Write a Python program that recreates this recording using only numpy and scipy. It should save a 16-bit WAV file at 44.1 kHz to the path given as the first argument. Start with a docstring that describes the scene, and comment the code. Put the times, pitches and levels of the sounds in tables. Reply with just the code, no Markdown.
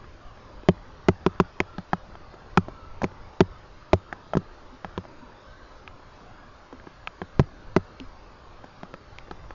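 """Large raindrops hit the shell of an outdoor camera, right by its microphone; the hardest overload it.
Each drop gives the shell a short push, and it rings for a few hundredths of a second.
Small drops patter in between and dripping water makes soft, low plops. Behind them are the hiss
of soft rain over a marsh, a low rumble of air, a faint fan hum and a few far bird calls."""
import sys
import numpy as np
from scipy import signal
from scipy.fft import rfft, irfft
from scipy.io import wavfile
from scipy.ndimage import uniform_filter1d

SR = 44100
rng = np.random.default_rng(int(sys.argv[2]) if len(sys.argv) > 2 else 0)


def wrap_up_sound(samples):
    """Save the sound to the file named by the first command line argument, as 16-bit audio."""
    columns = np.atleast_2d(samples).T
    # keep every value between -1 and 1, then stretch to whole-number steps
    tamed = np.clip(columns, -1, 1)
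    steps = np.round(tamed * 32767).astype(np.int16)
    wavfile.write(sys.argv[1], SR, steps)


N = 420710


def gain_of(db):
    """Turns decibels into a number to multiply a sound by."""
    return 10 ** (np.asarray(db) / 20)


def unit_level(x):
    """Scales a signal so that its average size (rms) is 1."""
    return x / np.sqrt(np.mean(x ** 2) + 1e-20)


def add(mix, start_s, sound):
    """Adds a sound to the mix at its start time."""
    part = mix[max(round(start_s * SR), 0):][:len(sound)]
    part += sound[:len(part)]


def drift(rate_hz):
    """A smooth random wobble, mostly slower than rate_hz."""
    hz = np.fft.rfftfreq(N, 1 / SR)
    return unit_level(irfft(rfft(rng.standard_normal(N)) / (1 + (hz / rate_hz) ** 4), N))


def marsh_rain_and_air(level_db=-46, patch_db=2.5, gust_db=0.5, air_below_hz=130):
    """Countless far drops blend into a patchy hiss; below it, moving air rumbles unevenly."""
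    # how strong the rain and air are from low to high: pitch_hz, relative_db
    tone_shape = [(10, 1.5), (28, 0), (60, -5.5), (100, -7), (180, -15), (400, -15), (600, -19),
                  (1150, -15.5), (1600, -21.5), (2100, -28.5), (3200, -32), (4700, -32.5), (6000, -39.5),
                  (7200, -44)]
    # how the rumble rises and falls: time_s, relative_db
    rumble_curve = [(0.0, -52), (2.05, -54), (2.68, -49), (3.37, -55), (6.88, -59), (7.44, -47),
                    (8.66, -60.5), (9.54, -52)]
    frames, hz = N // 512 + 5, np.fft.rfftfreq(2048, 1 / SR)
    # noise on a grid of short time slices by pitches
    real, imag, patches = rng.standard_normal((3, frames, len(hz)))
    patches = uniform_filter1d(patches, size=10, axis=0)
    patches = unit_level(uniform_filter1d(patches, size=8, axis=1))
    gusts = unit_level(uniform_filter1d(rng.standard_normal(frames), size=12))
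    rumble_db = np.interp(np.linspace(0, N / SR, frames), *np.transpose(rumble_curve))
    swell_db = gust_db * gusts + (rumble_db - rumble_db.mean())
    air_db = swell_db[:, None] / (1 + (hz / air_below_hz) ** 2)
    shape_hz, shape_db = np.transpose(tone_shape)
    steady_db = np.interp(np.log(hz + 1), np.log(shape_hz), shape_db)
    grid = (real + 1j * imag) * gain_of(steady_db + patch_db * patches + air_db)
    hiss = signal.istft(grid.T, nperseg=2048, noverlap=1536)[1][:N]
    return gain_of(level_db) * unit_level(hiss)


def fan_hum(waver=0.0038):
    """A fan hums two faint tones that waver slightly together."""
    # the fan's tones: pitch_hz, level_db
    tones = [(525, -67), (601, -65)]
    wavering_time = np.cumsum(1 + waver * drift(rate_hz=6.6)) / SR
    return sum(gain_of(db) * np.sqrt(2) * np.sin(2 * np.pi * hz * wavering_time) for hz, db in tones)


def drop_on_shell(force_db, contact_ms, boom_db, knock_db, panel_hz, edge_echo_ms):
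    """One drop pushes the shell and splashes; where it lands decides which tones ring."""
    # the shell's natural tones: pitch_hz, level_db, ring_s (time to fade by 60 dB), rise_s
    shell_tones = [(93.8, -21.5, 0.11, 0), (180.1, -2.5, 0.066, 0.043), (194, -11.5, 0.063, 0.0018),
                   (246, -4.5, 0.022, 0.0013), (328, -6.5, 0.021, 0.00012), (368.2, -10, 0.037, 0.0022),
                   (470, -17, 0.041, 0.0), (631.3, -8, 0.026, 0.0025), (742, -10, 0.02, 0.0016),
                   (819, -8, 0.021, 0.00011), (982, 1.5, 0.011, 0.0011), (1288, -1.5, 0.017, 0.0012),
                   (1592, 1, 0.01, 0.00045), (2025, -15.5, 0.022, 0.0036), (2477, -12.5, 0.016, 0.0013),
                   (3126, -8.5, 0.017, 0.00028), (4640, -16, 0.021, 0.0038), (5300, -30, 0.012, 0.0)]
    # centres of the sway, boom, knock and upper ring: pitch_hz
    band_centres = [90, 175, 370, 650]
    t = np.arange(SR // 6) / SR
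    hz, level_db, ring_s, rise_s = np.transpose(shell_tones)[:, :, None]
    # a blow that makes the shell boom also rocks its mount, more so when it is heavy
    sway_db = boom_db + 0.4 * (force_db + boom_db)
    bands = np.log(band_centres), [sway_db, boom_db, knock_db, 0]
    fade = gain_of(level_db + np.interp(np.log(hz), *bands) - 60 * t / ring_s)
    # a wave bounces back from the edge, feeding some tones and starving others
    edge_gain = 1 + 0.7 * np.cos(2 * np.pi * hz * edge_echo_ms / 1000)
    build_up = 1 - np.exp(-(t + 1 / SR) / np.maximum(rise_s, 1e-6))
    shell = (edge_gain * build_up * fade * np.cos(2 * np.pi * hz * t)).sum(0)
    # the struck panel fades in a cycle or two; smaller, higher panels answer more strongly
    panel_fade_s = min(1.54 / panel_hz, 0.0092)
    panel_db = 4 + 5 * np.log2(panel_hz / 800) + np.interp(np.log(panel_hz), *bands)
    panel = gain_of(panel_db) * np.cos(2 * np.pi * panel_hz * t) * np.exp(-t / panel_fade_s)
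    # the push swells, then fades as the drop flattens: a longer contact sounds duller
    progress = t * 1000 / max(contact_ms, .02)
    push = progress ** 3 * np.exp(-2 * progress)
    ring = signal.fftconvolve(shell + panel, push / push.sum())[:len(t)]
    # the water bursts into a soft spray, which grows a little more slowly than the force
    spray_db = -15 - 0.07 * force_db
    spray_top_hz, spray_rise_s, spray_fade_s = 3600, 0.0019, 0.0034
    noise = signal.lfilter(*signal.butter(1, spray_top_hz, fs=SR), rng.standard_normal(len(t)))
    spray = gain_of(spray_db) * noise * (1 - np.exp(-t / spray_rise_s)) * np.exp(-t / spray_fade_s)
    return gain_of(force_db) * (spray - ring)


def small_drops(count=70):
    """Small drops patter on the shell at random times and places."""
    out = np.zeros(N)
    for when, size, softness, knock, panel, edge in rng.random((count, 6)):
        tap = drop_on_shell(force_db=-48 + 5 * size ** 2, contact_ms=0.09 * (.5 + softness),
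                            boom_db=-4, knock_db=10 * knock,
                            panel_hz=300 * 5 ** panel, edge_echo_ms=3 * edge)
        add(out, when * N / SR, tap)
    return out


def big_drops():
    """Larger drops hit the shell, each with its own clear tap."""
    # the hits: start_s, force_db, contact_ms, boom_db, knock_db, panel_hz, edge_echo_ms
    hits = [(0.6871, -5, .06, 7.5, 10.5, 588, .35), (1.0854, -1, 0.043, 10.5, 10, 864, 3.36),
            (1.264, -8, 0.098, 4, 22, 980, 1.16), (1.4003, -2.5, .16, 2, 15, 1050, 1.06),
            (1.6031, -6, 0.1, 4, -3, 2160, 2.81), (1.783, -20, .14, 10, 2, 4160, 1.39),
            (1.9324, -8.5, 0.11, -0.5, -1.5, 790, .76), (2.154, -34.5, 0.075, 1, -2, 680, 2.28),
            (2.3402, -30.5, 0.14, -5, -2.5, 378, 1.68), (2.574, 0, 0.087, 3, 7, 846, .8),
            (2.684, -25, .18, -12, 1.5, 610, 2.9), (3.0182, -10, 0.28, -7.5, -14, 1630, 1.03),
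            (3.033, -7, 0.36, 1.5, -11, 560, 1.04), (3.042, -8, 0.18, 1, -2, 2260, .26),
            (3.406, 0, 0.074, 9.5, 13.5, 1370, 3.5), (3.932, 3.5, 0.14, 6, -0.5, 635, 2.7),
            (4.1269, -17.5, 0.16, -1, -9.5, 1740, 2.47), (4.335, -15.5, 0.11, -6, -6.5, 645, 1.58),
            (4.3521, -21, 0.15, 14.5, 20.5, 625, 1.27), (4.37, -7.5, .22, 3, 4.5, 152, .83),
            (4.8465, -23, 0.068, 7, 5, 780, 1.71), (4.9778, -15.5, .15, 11.5, 4, 3500, 2.06),
            (5.0526, -33.5, 0.078, -6, -7, 624, 3.4), (5.8771, -30.5, .075, -18, -11, 2450, .75),
            (6.727, -27, 0.14, -12, -4, 470, 2.82), (6.799, -43.5, .062, -2, 9, 1640, 1.9),
            (6.8714, -32, 0.14, 9, -2, 297, 2.43), (7.0737, -19, 0.085, -16, -29, 2500, .77),
            (7.2174, -24.5, 0.086, 15, 13, 724, 1.9), (7.3955, -0.5, 0.12, 8, 0, 139.4, 3.37),
            (7.7642, -2, .12, 7, 8.5, 910, 3.42), (8.0007, -36.5, 0.028, 2, 7, 2770, 3.4),
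            (8.6417, -24.5, 0.23, -4.5, -16, 245, 1.26), (8.833, -29.5, 0.042, 13.5, -3, 680, 3.4),
            (8.94, -28, 0.032, -3.5, 1, 520, .8), (9.186, -34.5, 0.024, -9, -17, 2250, 2.15),
            (9.3117, -20.5, 0.15, 7, -3, 4100, 2.39), (9.507, -29.5, .063, -4, -7, 544, 2.38)]
    out = np.zeros(N)
    for start_s, *blow in hits:
        add(out, start_s, drop_on_shell(*blow))
    return out


def drip_plops(pitch_hz=256.5, pitch_spread=0.033, swell_s=0.0098):
    """Each drip of water sounds one low tone that quickly swells and dies away."""
    # the drips: start_s, level_db
    drips = [(0.871, -51), (4.723, -42), (5.222, -42.5), (6.726, -39.5), (8.004, -35)]
    out, t = np.zeros(N), np.arange(SR // 8) / SR
    swell = t / swell_s * np.exp(1 - t / swell_s)
    for start_s, level_db in drips:
        hz = pitch_hz * (1 + pitch_spread * rng.uniform(-1, 1))
        add(out, start_s, gain_of(level_db) * swell * np.sin(2 * np.pi * hz * t))
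    return out


def far_birds(blur_hz=45, flock_calls=6, flock_hz=1168, pitch_spread=0.092, call_s=0.18, flock_db=-65):
    """Distance and echoes blur each bird call into a soft whistle."""
    # the clearest calls: start_s, length_s, pitch_hz, level_db
    clear_calls = [(1.66, 0.13, 1360, -54.5), (2.66, 0.34, 1324, -55), (3.47, 0.13, 1290, -56.5),
                   (5.42, 0.28, 1545, -58), (5.9, 0.062, 1024, -56)]
    out = np.zeros(N)
    blur = drift(blur_hz) + 1j * drift(blur_hz)  # wobbles both loudness and pitch
    # the rest of the flock calls faintly, at random times and near one pitch
    faint_calls = [(when * (N / SR - call_s), call_s, flock_hz * (1 + pitch_spread * (pitch - .5)),
                    flock_db) for when, pitch in rng.random((flock_calls, 2))]
    for start_s, length_s, pitch_hz, level_db in list(clear_calls) + faint_calls:
        t = np.arange(int(length_s * SR)) / SR
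        wobble = blur[round(start_s * SR):][:len(t)]
        whistle = unit_level((wobble * np.exp(2j * np.pi * pitch_hz * t)).real)
        add(out, start_s, gain_of(level_db) * whistle * signal.windows.tukey(len(t), .5))
    return out


def scene():
    """All the sounds add up at the one microphone."""
    near_water = big_drops() + small_drops() + drip_plops()
    return (near_water + marsh_rain_and_air() + fan_hum() + far_birds())[None]


def record(dry, ceiling=.48, hardness=6, top_hz=7100):
    """The overloaded microphone input flattens the hardest taps; then the highest treble is cut."""
    flattened = dry / (1 + (abs(dry) / ceiling) ** hardness) ** (1 / hardness)
    treble_cut = signal.firwin(301, top_hz, window=("kaiser", 8), fs=SR)
    return signal.oaconvolve(flattened, treble_cut[None], "same")


dry = scene()
out = record(dry)
wrap_up_sound(out)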